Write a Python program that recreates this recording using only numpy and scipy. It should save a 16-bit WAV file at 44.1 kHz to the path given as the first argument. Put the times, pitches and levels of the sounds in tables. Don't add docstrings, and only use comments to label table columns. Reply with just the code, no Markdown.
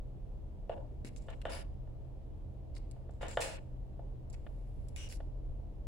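import sys
import numpy as np
from scipy import signal
from scipy.fft import rfft, irfft, dct
from scipy.io import wavfile
from scipy.ndimage import uniform_filter1d, minimum_filter1d

SR = 44100
rng = np.random.default_rng(int(sys.argv[2]) if len(sys.argv) > 2 else 0)


def output_pcm(signal):
    pcm = np.clip(np.atleast_2d(signal).T, -1, 1) * 32767
    wavfile.write(sys.argv[1], SR, np.round(pcm).astype(np.int16))


N = 258866

# frequency in Hz, relative level in dB.
RUMBLE_TONE = [(14, -2), (42, 2), (60, -10.5), (76, -6.5), (97, -10), (140, -12), (165, -18.5), (370, -23),
               (617, -25.5), (944, -40.5), (1500, -58.5), (2500, -110)]
HISS_TONE = [(200, -15.5), (900, -1), (1500, 2.5), (3000, 1.5), (5000, -6.5), (8000, -11.5), (11000, -16.5),
             (13000, -26), (16000, -31)]
# frequency in Hz, likeness (1 is identical).
LIKENESS = [(60, 0.69), (180, 0.49), (550, 0.35), (1650, 0), (4970, 0.0), (15000, 0.0063)]
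# pitch in Hz, level in dB, waver in radians.
HUM_TONES = [(40.4, -57.5, 3.98), (74.3, -60.5, 2.4), (126.04, -56.5, 0.75), (186.2, -69, 1.6),
             (306.6, -71.5, 1.2)]
# time in seconds, gain in dB.
BASS_SWELL = [(0, 6), (2, 5.5), (3.5, 3.5), (4.4, 6), (5.1, 7), (5.87, 6)]
# start in seconds, relative level in dB, relative treble in dB.
KNOCKS = [(0.695, -30.5, -21), (1.284, -41, -2), (1.453, -30, -3.5), (1.873, -50.5, 0),
          (2.963, -50.5, -2.5), (3.091, -47.5, -4), (3.229, -33.5, -4.5), (3.372, -21.5, -2.5),
          (3.992, -44.5, -10), (4.465, -46, 0), (5.202, -44.5, -7.5), (5.595, -56.5, -20)]
# pitch in Hz, level in dB, seconds to fade by 60 dB.
BOX_MODES = [(569, 1, 0.031), (650, 6.5, 0.019), (817, -5, 0.029), (1202, -15, 0.027), (1482, -17, 0.043),
             (1751, -3, 0.0094), (2290, -6.5, 0.0048), (3032, -8, 0.007), (3505, -18.5, 0.015)]
STEEL_MODES = [(2370, 6.5, 0.0053), (2850, 9.5, 0.0076), (3480, -5, 0.0068), (5350, -5, 0.0089),
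               (5860, -2.5, 0.0086), (7510, -1.5, 0.028), (8240, 1, 0.025), (11300, -14, 0.0054),
               (10850, 9.5, 0.011), (11440, 3, .012), (15650, -28, .01)]
# frequency in Hz, gain in dB.
SNAP_TONE = [(300, -7.5), (1200, -2), (2200, 6), (4000, 4), (6500, 3.5), (8300, 4.5), (10800, -3),
             (11800, -4), (14000, -19), (16000, -2)]
# start in seconds, relative level in dB, favoured pitch in Hz.
TICKS = [(0.695, -47.5, 3280), (1.048, -43, 2220), (1.1625, -47.5, 6700), (1.4162, -48, 3240),
         (1.5492, -42, 10700), (2.9123, -47.5, 2200), (3.4219, -30, 2300), (4.8852, -48, 10700),
         (4.962, -37.5, 2930), (5.1243, -40, 10900)]
# start and length in seconds, relative level in dB, favoured pitch in Hz.
SKIPS = [(1.135, 0.24, -52.5, 3110), (3.109, 0.04, -49, 7400), (3.283, 0.04, -40.5, 7400),
         (4.301, 0.04, -45.5, 7100)]
# start and length in seconds, level in dB, relative treble in dB.
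CREAKS = [(0.701, 0.115, -52.5, 1.5), (1.287, 0.044, -56.5, 8.5), (1.454, 0.15, -50.5, 7.5),
          (3.207, 0.066, -49, 6), (3.384, 0.17, -50, 2)]
# start and length in seconds, level in dB, favoured pitch in Hz,
# its boost in dB, tilt in dB per octave.
SCRAPES = [(1.048, 0.045, -61.5, 10700, 8.5, -3), (1.143, 0.23, -66.5, 7360, 8, -3),
           (1.49, 0.061, -54.5, 10300, 6.5, -4.5), (2.738, 0.045, -60, 4430, 9, -4),
           (3.196, 0.135, -55.5, 7160, 2, -7), (3.403, 0.028, -42.5, 8300, 1.5, -1),
           (4.324, 0.022, -59, 7400, 2, -4.5), (4.367, 0.61, -71.5, 11170, 15, -3),
           (5.085, 0.037, -57.5, 4800, 5, 0)]
# start and length in seconds, level in dB, pitch in Hz.
SQUEAKS = [(1.516, 0.025, -55, 5000), (4.96, 0.095, -58.5, 2897)]
# multiple of the pitch, level in dB.
SQUEAK_HARMONICS = [(1, 2), (2, 1), (3, -10)]
# frequency in Hz, seconds to fade by 60 dB.
ECHO_FADE = [(200, 0.91), (500, 0.35), (1300, 0.5), (2700, 0.59), (5500, 0.51), (8000, 0.48), (14000, 0.37)]
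# frequency in Hz, dB by which left is louder than right.
BALANCE = [(500, 0), (2000, .5), (4500, 4), (8000, 0), (11500, -3)]
# lower edge in Hz, threshold in dB.
GATE_BANDS = [(1050, -58.5), (4000, -61.5)]

JAW_HZ = 3060


def amp(db):
    return 10 ** (np.asarray(db) / 20)


def unit(x):
    return x / np.sqrt(np.mean(x ** 2) + 1e-20)


def read(table, hz):
    row_hz, value = np.transpose(table)
    return np.interp(np.log(hz + 1), np.log(row_hz + 1), value)


def add(mix, start, sound):
    part = mix[:, round(start * SR):][:, :sound.shape[-1]]
    part += sound[..., :part.shape[1]]


def convolve(x, taps):
    return signal.fftconvolve(np.atleast_2d(x), np.atleast_2d(taps), axes=1)


def colour(x, db_at, size=2048):
    log_gain = np.log(amp(db_at(abs(np.fft.fftfreq(size, 1 / SR)))))
    response = np.exp(np.conj(signal.hilbert(log_gain)))
    return convolve(x, np.fft.ifft(response).real[:size // 2])


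def ring(modes, rise_cycles, size=4096):
    t = np.arange(size) / SR
    wave = 0
    for hz, db, fade_s in modes:
        rise = 1 - np.exp(-(t * hz / rise_cycles) ** 2)
        wave += amp(db - 60 * t / fade_s) * np.sin(2 * np.pi * hz * t) * rise
    return wave / np.linalg.norm(wave)


def slips(length, per_s=3000, spread_db=4, fade=0.25, scatter=1.9):
    happens = rng.random(SR) < per_s / SR
    strength = amp(spread_db * np.minimum(rng.exponential(1, SR), 3))
    push = rng.choice([-1, 1], SR) + scatter * rng.standard_normal((2, SR))
    clicks = (happens * push * strength)[:, :int(length * SR)]
    return unit(clicks * signal.windows.tukey(clicks.shape[1], fade))


def background(waver_hz=2.27, low_cut_hz=33, rumble_db=-49, hiss_db=-65.5):
    hz, t = np.fft.rfftfreq(N, 1 / SR), np.arange(N) / SR
    left, other = rfft(rng.standard_normal((2, N)))
    alike = np.clip(read(LIKENESS, hz), 0, 1) ** 1.04
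    right = alike * left + np.sqrt(1 - alike ** 2) * other
    noise = np.array([left, right]) * hz ** 2 / np.hypot(hz ** 2, low_cut_hz ** 2)
    out = np.zeros((2, N))
    for tone, db in [(RUMBLE_TONE, rumble_db), (HISS_TONE, hiss_db)]:
        out += amp(db) * unit(irfft(noise * amp(read(tone, hz)), N))
    for pitch, db, waver in HUM_TONES:
        slow_noise = irfft(rfft(rng.standard_normal((2, N))) * np.exp(-(hz / waver_hz) ** 2), N)
        drift, flutter = map(unit, slow_noise)
        out += amp(db) * unit((1 + 0.36 * flutter) * np.sin(2 * np.pi * pitch * t + waver * drift))
    return out


def swell(x, below_hz=90):
    deep = irfft(rfft(x) / (1 + (np.fft.rfftfreq(N, 1 / SR) / below_hz) ** 6), N)
    gain_db = np.interp(np.arange(N) / SR, *np.transpose(BASS_SWELL))
    return x - deep + deep * amp(gain_db)


def knocks(boost_db=3, brighten_db=5, jaw_db=-17):
    out = np.zeros((2, N))
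    for start, db, treble_db in KNOCKS:
        box = ring(BOX_MODES, rise_cycles=1.69)
        blow = colour(box, lambda f: (treble_db + brighten_db) * read([(750, 0), (1500, 1)], f))
        add(out, start, amp(db + boost_db) * blow / abs(blow).max())
        add(out, start, amp(db + 0.28 * treble_db + jaw_db) * tick(JAW_HZ))
    return out


def pliers(force, hz, boost_db, tilt_db, ring_db=-6, width_hz=750):
    def tone_db(f):
        bump = np.exp(-((f - hz) / width_hz) ** 2)
        return read(SNAP_TONE, f) + tilt_db * np.log2((f + 100) / hz) + boost_db * bump

    steel = amp(ring_db) * ring(STEEL_MODES, rise_cycles=1)
    steel[0] += 1
    return colour(convolve(force, steel), tone_db)


def tick(hz, skid_s=0.0014, size=400):
    force = rng.standard_normal((2, size)) * np.exp(-np.arange(size) / SR / skid_s)
    force[:, 0] += 1
    wave = pliers(force, hz, boost_db=9, tilt_db=-1.5)
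    return wave / abs(wave).max()


def jaw_ticks(catch_db=3, skip_db=2, tooth_s=0.0283, jitter=0.03, spread_db=1.63):
    out = np.zeros((2, N))
    for start, db, hz in TICKS:
        add(out, start, amp(db + catch_db) * tick(hz))
    for start, length, db, hz in SKIPS:
        for after in np.arange(0, length, tooth_s):
            late, weak = rng.standard_normal(2)
            when = start + after + tooth_s * jitter * late
            add(out, when, amp(db + skip_db - spread_db * weak) * tick(hz))
    return out


def creaks(jaw_db=-19, relax_db_per_s=68):
    out = np.zeros((2, N))
    treble_share = [(750, 0.03), (1500, 0.95), (3000, 1.44)]
    for start, length, db, treble_db in CREAKS:
        force = slips(length, per_s=1600, spread_db=3, fade=0.15, scatter=0.9)
        force *= amp(-relax_db_per_s * np.arange(force.shape[1]) / SR)
        box = convolve(force, ring(BOX_MODES, rise_cycles=0.52))
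        box = colour(box, lambda f: treble_db * read(treble_share, f))
        jaws = pliers(force, JAW_HZ, boost_db=1.5, tilt_db=-2)
        for wave, share_db in [(box, 0), (jaws, jaw_db + 0.5 * treble_db)]:
            add(out, start, amp(db + share_db) * wave * np.sqrt(force.size) / np.linalg.norm(wave))
    return out


def hand_bump(start=1.047, peak_db=-36.5, hz=267, fade_s=0.028):
    out = np.zeros((2, N))
    wave = ring([(hz, 0, fade_s), (hz * 1.23, -3, fade_s / 2)], rise_cycles=0.21)
    add(out, start, amp(peak_db) * wave / abs(wave).max())
    return out


def scrapes():
    out = np.zeros((2, N))
    for start, length, db, hz, boost_db, tilt_db in SCRAPES:
        force = slips(length)
        wave = pliers(force, hz, boost_db, tilt_db)
        add(out, start, amp(db) * wave * np.sqrt(force.size) / np.linalg.norm(wave))
    return out


def squeaks(waver=0.057, rasp_db=-4):
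    out = np.zeros((2, N))
    for start, length, db, hz in SQUEAKS:
        force = slips(length)
        count = force.shape[1]
        wobble = unit(uniform_filter1d(rng.standard_normal((2, count)), 40))
        phase = 2 * np.pi * np.cumsum(hz * (1 + waver * wobble), axis=1) / SR
        tone = sum(amp(level) * np.sin(multiple * phase) for multiple, level in SQUEAK_HARMONICS)
        tone = unit(tone * signal.windows.tukey(count, 0.25))
        rasp = unit(pliers(force, hz, boost_db=11, tilt_db=1)[:, :count])
        add(out, start, amp(db) * unit(tone + amp(rasp_db) * rasp))
    return out


def room(x, echo_db, build_s=0.0051, slot=12):
    count = SR // slot
    echoes = np.zeros((2, count * slot))
    arrivals = np.arange(count) * slot + rng.integers(0, slot, (2, count))
    np.put_along_axis(echoes, arrivals, rng.choice([-1, 1], (2, count)), axis=1)
    hz, t, spectra = signal.stft(echoes, SR, nperseg=256)
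    fade = amp(-60 * t / read(ECHO_FADE, hz)[:, None])
    _, tail = signal.istft(spectra * fade, SR, nperseg=256)
    tail *= np.minimum(np.arange(tail.shape[1]) / SR / build_s, 1)
    return x + amp(echo_db) * convolve(x, tail / np.linalg.norm(tail[0]))[:, :N]


def gate(band, threshold_db, depth_db=15, knee_db=0.3, window=180, hold=260, ramp=130):
    power = uniform_filter1d((band ** 2).mean(0), window)
    level_db = 10 * np.log10(abs(power) + 1e-14)
    held_db = -minimum_filter1d(-level_db, hold, origin=hold // 2 - 1)
    shut = 0.5 - 0.5 * np.tanh((held_db - threshold_db) / (2 * knee_db))
    return band * amp(-depth_db * uniform_filter1d(shut, ramp))


def scene():
    work = room(knocks() + hand_bump(), echo_db=-2)
    work += room(creaks(), echo_db=0)
    work += room(jaw_ticks(), echo_db=1.5)
    work += room(scrapes() + squeaks(), echo_db=0.98)
    lean_db = read(BALANCE, np.fft.rfftfreq(N, 1 / SR)) / 2
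    return irfft(rfft(work) * amp([lean_db, -lean_db]), N) + swell(background())


def record(dry, noise_db=-86.5, cutoff_hz=15850):
    hz, spectrum = np.arange(N) * SR / (2 * N), dct(dry, norm="ortho")

    def above(edge_hz):
        return dct(spectrum * (1 - 1 / (1 + (hz / edge_hz) ** 8)), type=3, norm="ortho")

    (mid_hz, mid_db), (top_hz, top_db) = GATE_BANDS
    upper, top = above(mid_hz), above(top_hz)
    gated = dry - upper + gate(upper - top, mid_db) + gate(top, top_db)
    noise = amp(noise_db) * rng.standard_normal((2, N))
    low_pass = signal.firwin(511, cutoff_hz, window=("kaiser", 9), fs=SR)
    return signal.oaconvolve(gated + noise, low_pass[None], "same")


dry = scene()
out = record(dry)
output_pcm(out)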